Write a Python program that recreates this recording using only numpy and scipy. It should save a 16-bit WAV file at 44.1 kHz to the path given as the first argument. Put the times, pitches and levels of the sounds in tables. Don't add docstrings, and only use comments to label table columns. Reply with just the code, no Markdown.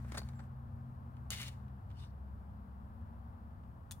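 import sys
import numpy as np
from scipy import signal
from scipy.fft import rfft, irfft
from scipy.io import wavfile
from scipy.ndimage import uniform_filter1d

SR = 44100
rng = np.random.default_rng(int(sys.argv[2]) if len(sys.argv) > 2 else 0)


def wrap_up_sound(samples):
    columns = np.atleast_2d(samples).T
    tamed = np.clip(columns, -1, 1)
    steps = np.round(tamed * 32767).astype(np.int16)
    wavfile.write(sys.argv[1], SR, steps)


N = 176400
TIME_S = np.arange(N) / SR
HIT_GAIN = np.sqrt(.004 * SR)


def undb(db):
    return 10 ** (np.asarray(db) / 20)


def unit(x):
    return x / np.sqrt(np.mean(x ** 2))


def energy(x):
    return x / np.sqrt(np.sum(x ** 2, axis=-1, keepdims=True))


def pan(x, left_db):
    return x * undb(np.array([[left_db], [-left_db]]) / 2)


def lag_right(x, lag_s):
    shift = np.exp(-2j * np.pi * np.arange(N // 2 + 1) * SR / N * lag_s)
    return np.array([x[0], irfft(rfft(x[1]) * shift, N)])


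def colour(x, points, tilt_db=0, size=1024):
    hz, db = np.array(points).T
    octave = np.log2(np.maximum(np.arange(size // 2 + 1), .5) * SR / size)
    curve_db = np.interp(octave, np.log2(hz), db) + tilt_db * np.maximum(octave - 10, 0)
    cepstrum = irfft(np.log(undb(curve_db)))
    cepstrum[1:size // 2] *= 2
    cepstrum[size // 2 + 1:] = 0
    impulse = irfft(np.exp(rfft(cepstrum)))
    return signal.fftconvolve(x, impulse[None], axes=1)[:, :x.shape[1]]


def drift(rate_hz):
    hold = int(SR / rate_hz)
    steps = np.repeat(rng.standard_normal(N // hold + 2), hold)
    return unit(uniform_filter1d(uniform_filter1d(steps, hold), hold))[:N]


def noise(side_db, size=N):
    mid, side = rng.standard_normal((2, size))
    return unit(mid + undb(side_db) * side * np.array([[1], [-1]]))


def fader(points):
    return undb(np.interp(TIME_S, *np.array(points).T, left=-140, right=-140))


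def add(out, start_s, x):
    i = int(start_s * SR)
    out[:, i:i + x.shape[1]] += x[:, :N - i]


# freq_hz, gain_db
WIND_EQ = [(20, -19.5), (35, -14), (50, -5.5), (66, 1), (95, 5.5), (115, -4.5), (165, -10), (225, -7.5),
           (270, -20), (400, -34), (900, -62)]
def wind(level_db=-51):
    rumble = unit(colour(noise(side_db=-13.5), WIND_EQ, size=8192))
    return pan(rumble * undb(level_db + .84 * drift(4.94)), left_db=1.3)


# freq_hz, gain_db
TRAFFIC_EQ = [(100, -2), (280, -1), (400, -3), (800, 3.5), (1100, 2), (1600, -7), (2300, -22), (4000, -27),
              (6500, -39), (9500, -36), (13000, -29.5), (15500, -33.5)]
def traffic(level_db=-62.5):
    wash = unit(colour(lag_right(noise(side_db=-5), .00039), TRAFFIC_EQ, size=2048))
    return pan(wash * undb(level_db + .6 * drift(3)), left_db=4.4)


ENGINE_TIMES = [0, .9, 1.6, 2.0, 2.4, 3.1, 3.9]
# pitch_hz, level_db at each fader point
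ENGINE_TONES = [(67.5, [-50, -62, -51.5, -52, -51, -52.5, -68]),
                (127.2, [-46.5, -52.5, -54.5, -53.5, -71, -73.5, -63.5]),
                (201, [-58.5, -77, -63, -60, -64, -67, -84.5]), (231, [-58, -63, -66, -82, -78, -57, -76])]
def engine():
    drone = 0
    for pitch_hz, levels_db in ENGINE_TONES:
        phase = 2 * np.pi * np.cumsum(pitch_hz * (1 + .00564 * drift(4))) / SR
        swell_db = np.interp(TIME_S, ENGINE_TIMES, levels_db) + 2.44 * drift(7.85)
        drone += unit(np.sin(phase)) * undb(swell_db)
    return pan(drone, left_db=1.6)


# time_s, pitch_hz, level_db
WHISTLE_GLIDE = [(0.335, 7800, -94), (0.355, 7660, -82), (0.385, 7560, -79), (0.42, 7900, -84),
                 (0.46, 8250, -92)]
def whistle():
    time_s, pitch_hz, level_db = np.array(WHISTLE_GLIDE).T
    glide_hz = np.interp(TIME_S, time_s, pitch_hz) * (1 + .0022 * drift(200))
    phase = 2 * np.pi * np.cumsum(glide_hz) / SR
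    return unit(np.sin(phase)) * fader(np.column_stack([time_s, level_db]))


# freq_hz, gain_db
SCATTER_EQ = [(200, 0), (3000, -13), (9000, -10), (15000, -4)]
def reflections(x, level_db=-17, t60_s=.48, size=26000):
    t = np.arange(size) / SR
    tail = rng.standard_normal((2, size)) * undb(-60 * t / t60_s) * (1 - np.exp(-t / .008))
    tail = energy(colour(tail, SCATTER_EQ))
    return undb(level_db) * signal.fftconvolve(x, tail, axes=1)[:, :N]


# time_s, level_db
SLEEVE_SWELL = [(0, -68), (.05, -68.5), (.1, -63.5), (.16, -55), (.22, -68), (.27, -69), (.33, -74.5),
                (.44, -73), (.56, -102)]
# freq_hz, gain_db
SLEEVE_EQ = [(400, -11), (1500, 15.5), (3000, 0), (5500, -4), (8500, -2.5), (11500, -7), (15500, -7)]
def sleeve():
    folds = undb(1.8 * drift(300))
    return unit(colour(noise(side_db=-1) * folds, SLEEVE_EQ)) * fader(SLEEVE_SWELL)


# freq_hz, gain_db
SHAFT_EQ = [(300, -12), (900, -12.5), (1600, -5.5), (2900, 0), (4500, -7.5), (8000, -12.5), (11000, -16),
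            (15500, -14)]
def stick_slip(resonances, slips_per_s, scatter_db, ring_db, tilt_db, judder_db, wander_db):
    slipping = rng.random(N) < slips_per_s / SR
    strength = undb(scatter_db * np.clip(rng.standard_normal(N), -2, 2))
    slips = unit(slipping * strength * rng.choice([-1, 1], N))
    force = (slips + noise(side_db=0)) * undb(judder_db * drift(220))
    body = 0
    for pitch_hz, width_hz, gain_db in resonances:
        band = signal.lfilter(*signal.iirpeak(pitch_hz, pitch_hz / width_hz, SR), force)
        body += band * undb(gain_db + ring_db + wander_db * drift(44.68))
    return unit(colour(force, SHAFT_EQ, tilt_db) + body)


# time_s, level_db
BRUSH_SWELL = [(1.89, -84), (1.955, -75.5), (2.0, -60.5), (2.04, -63), (2.058, -69.5), (2.11, -83)]
# pitch_hz, width_hz, gain_db
BRUSH_RESONANCES = [(2950, 200, -2), (3650, 260, 1), (4400, 280, 4), (5050, 200, -5), (8100, 700, -14)]
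def rest_brush():
    hiss = stick_slip(BRUSH_RESONANCES, slips_per_s=6500, scatter_db=5.5,
                      ring_db=2, tilt_db=-1.5, judder_db=.2, wander_db=7.5)
    return hiss * fader(BRUSH_SWELL)


# time_s, level_db
RASP_SWELL = [(1.304, -58), (1.314, -47), (1.335, -43.5), (1.362, -49.5), (1.396, -49), (1.413, -46),
              (1.436, -49), (1.455, -52.5), (1.47, -52), (1.49, -52.5), (1.503, -66.5), (1.54, -70),
              (1.585, -101)]
# pitch_hz, width_hz, gain_db
RASP_RESONANCES = [(2070, 63, -5), (2216, 160, -2.5), (2900, 79, 3), (3600, 350, -2), (4320, 150, -4.5),
                   (5180, 100, -9), (6400, 500, -13.5), (8670, 250, -10)]
def quiver_rasp():
    rasp = stick_slip(RASP_RESONANCES, slips_per_s=1500, scatter_db=1.5,
                      ring_db=2.5, tilt_db=.5, judder_db=.54, wander_db=1.5)
    return rasp * fader(RASP_SWELL)


def ringing(modes, size=8192):
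    t, ring = np.arange(size) / SR, 0
    for pitch_hz, gain_db, t60_s in modes:
        cycles = pitch_hz * t + rng.random() + rng.random((2, 1)) / 6
        ring += undb(gain_db - 60 * t / t60_s) * np.sin(2 * np.pi * cycles) / np.sqrt(t60_s)
    return energy(ring)


def hit(eq, modes, contact_s, tilt_db, crack_db, ring_db, rattle_db, rattle_s, size=8192):
    t = np.arange(size) / SR
    envelope = np.exp(-t / contact_s) * (1 - np.exp(-4 * t / contact_s))
    crunch = energy(noise(side_db=-7.5, size=size) * envelope)
    crack = undb(crack_db) * (t == 0)
    rattle = undb(rattle_db) * energy(noise(side_db=.5, size=size) * np.exp(-t / rattle_s))
    sound = energy(colour(crunch + crack + rattle, eq)) + undb(ring_db) * ringing(modes, size)
    return energy(colour(sound, [(20, 0), (20000, 0)], tilt_db)) * HIT_GAIN


# start_s, level_db, contact_s, tilt_db_per_octave
BOW_KNOCKS = [(0.0461, -51.5, 0.0054, -9), (0.1204, -44.5, 0.0013, -1.5), (0.1446, -41.5, 0.008, -6),
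              (0.1495, -46.5, 0.0049, -1), (0.1714, -43, 0.0056, -1.5), (0.1743, -37.5, 0.0093, 0.5),
              (0.1804, -40.5, 0.001, 4.5), (0.19, -50, 0.0024, 3), (0.2171, -50.5, 0.0014, -4.5),
              (0.2881, -53.5, 0.0024, -1), (0.333, -61, 0.0036, -3.5), (0.392, -51, 0.0071, -4.5),
              (0.402, -53.5, 0.0046, -6)]
# freq_hz, gain_db
KNOCK_EQ = [(120, 3), (300, 5), (700, 5.5), (1100, 2), (1550, 5.5), (2800, -7), (4400, -4), (7000, -9),
            (11000, -17.5), (15500, -18)]
# pitch_hz, gain_db, t60_s
BOW_MODES = [(295, 0, .12), (850, -3, .04), (1480, -3, .035), (2300, -7, .025), (3700, -5, .03),
             (4450, -3, .035), (6950, -3, .02), (9150, -3, .025)]
def bow_knocks():
    out = np.zeros((2, N))
    for start_s, level_db, contact_s, tilt_db in BOW_KNOCKS:
        knock = hit(KNOCK_EQ, BOW_MODES, contact_s, tilt_db,
                    crack_db=-14, ring_db=-6, rattle_db=-5, rattle_s=.012)
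        add(out, start_s, undb(level_db) * knock)
    return out


# start_s, level_db
FITTING_BOUNCES = [(0.1825, -44), (0.2015, -55), (0.2315, -60)]
# pitch_hz, gain_db, t60_s
FITTING_MODES = [(4400, 0, .045), (4620, -1, .05), (3720, -8, .035)]
def fitting_tinkles():
    out = np.zeros((2, N))
    for start_s, level_db in FITTING_BOUNCES:
        add(out, start_s, undb(level_db) * ringing(FITTING_MODES) * HIT_GAIN)
    return out


# start_s, level_db
SHAFT_TAPS = [(1.1676, -65.5), (1.681, -69), (1.903, -63.5), (1.913, -62.5), (2.036, -60), (3.6354, -71)]
def shaft_taps():
    out = np.zeros((2, N))
    for start_s, level_db in SHAFT_TAPS:
        tap = hit(SHAFT_EQ, BOW_MODES, contact_s=.0032, tilt_db=-5.5,
                  crack_db=-10, ring_db=-6, rattle_db=-3, rattle_s=.01)
        add(out, start_s, undb(level_db) * tap)
    return out


# start_s, level_db, tilt_db_per_octave
QUIVER_SNAPS = [(1.305, -35, -1.5), (1.3093, -47, -3), (1.3174, -43, -6), (1.3221, -45, 1),
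                (1.3305, -48, -4), (1.3383, -56, -1), (1.402, -49, -7), (1.407, -52, -4.5),
                (1.4153, -45.5, -3), (1.43, -50, -4), (1.4821, -49.5, -3.5)]
# freq_hz, gain_db
SNAP_EQ = [(300, -24), (700, -16), (1200, -10.5), (1900, -13), (3000, -0.5), (5500, -2), (8000, 1),
           (12000, -2), (15500, -4)]
# pitch_hz, gain_db, t60_s
QUIVER_MODES = [(2980, -1, .1), (4530, -9.5, 0.039), (6840, 1.5, 0.029), (8000, -1, 0.016),
                (9800, -1.5, 0.015), (11250, -10, 0.022)]
def quiver_snaps():
    out = np.zeros((2, N))
    for start_s, level_db, tilt_db in QUIVER_SNAPS:
        snap = hit(SNAP_EQ, QUIVER_MODES, contact_s=.0009, tilt_db=tilt_db,
                   crack_db=-2, ring_db=-5, rattle_db=-3, rattle_s=.007)
        add(out, start_s, undb(level_db) * snap)
    return out


# start_s, level_db
NOCK_CLICKS = [(3.9107, -44.5), (3.9154, -45), (3.9208, -45)]
# freq_hz, gain_db
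NOCK_EQ = [(300, -10), (850, -1), (2000, -4), (2800, -1.5), (3600, 0.5), (5200, -1.5), (6600, -0.5),
           (9500, 0), (13500, -7), (15500, -7)]
# pitch_hz, gain_db, t60_s
NOCK_MODES = [(860, -9, .06), (3461, 2, .09), (6455, -4, .06), (8640, 0, .05), (9109, -2, .055),
              (11100, -4, .06)]
def nock_clicks():
    out = np.zeros((2, N))
    for bounce, (start_s, level_db) in enumerate(NOCK_CLICKS):
        click = hit(NOCK_EQ, NOCK_MODES, contact_s=.00084, tilt_db=1.4 * bounce,
                    crack_db=-7, ring_db=-10, rattle_db=-3, rattle_s=.012)
        add(out, start_s, undb(level_db) * click)
    return out


# freq_hz, gain_db
SHADE_EQ = [(1000, 1.5), (8500, -1.5), (11000, -3), (13000, -1.5), (15500, -14)]
def scene():
    rubs = quiver_rasp() + rest_brush()
    contacts = bow_knocks() + quiver_snaps() + shaft_taps() + fitting_tinkles()
    handling = lag_right(rubs + contacts + sleeve(), lag_s=.00009)
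    left, right = pan(handling + nock_clicks(), left_db=3)
    bow = np.vstack([left, colour(right[None], SHADE_EQ)])
    return bow + reflections(bow) + engine() + whistle() + wind() + traffic()


def record(dry, top_hz=15900):
    return signal.sosfilt(signal.ellip(10, .2, 70, top_hz, fs=SR, output="sos"), dry)


dry = scene()
out = record(dry)
wrap_up_sound(out)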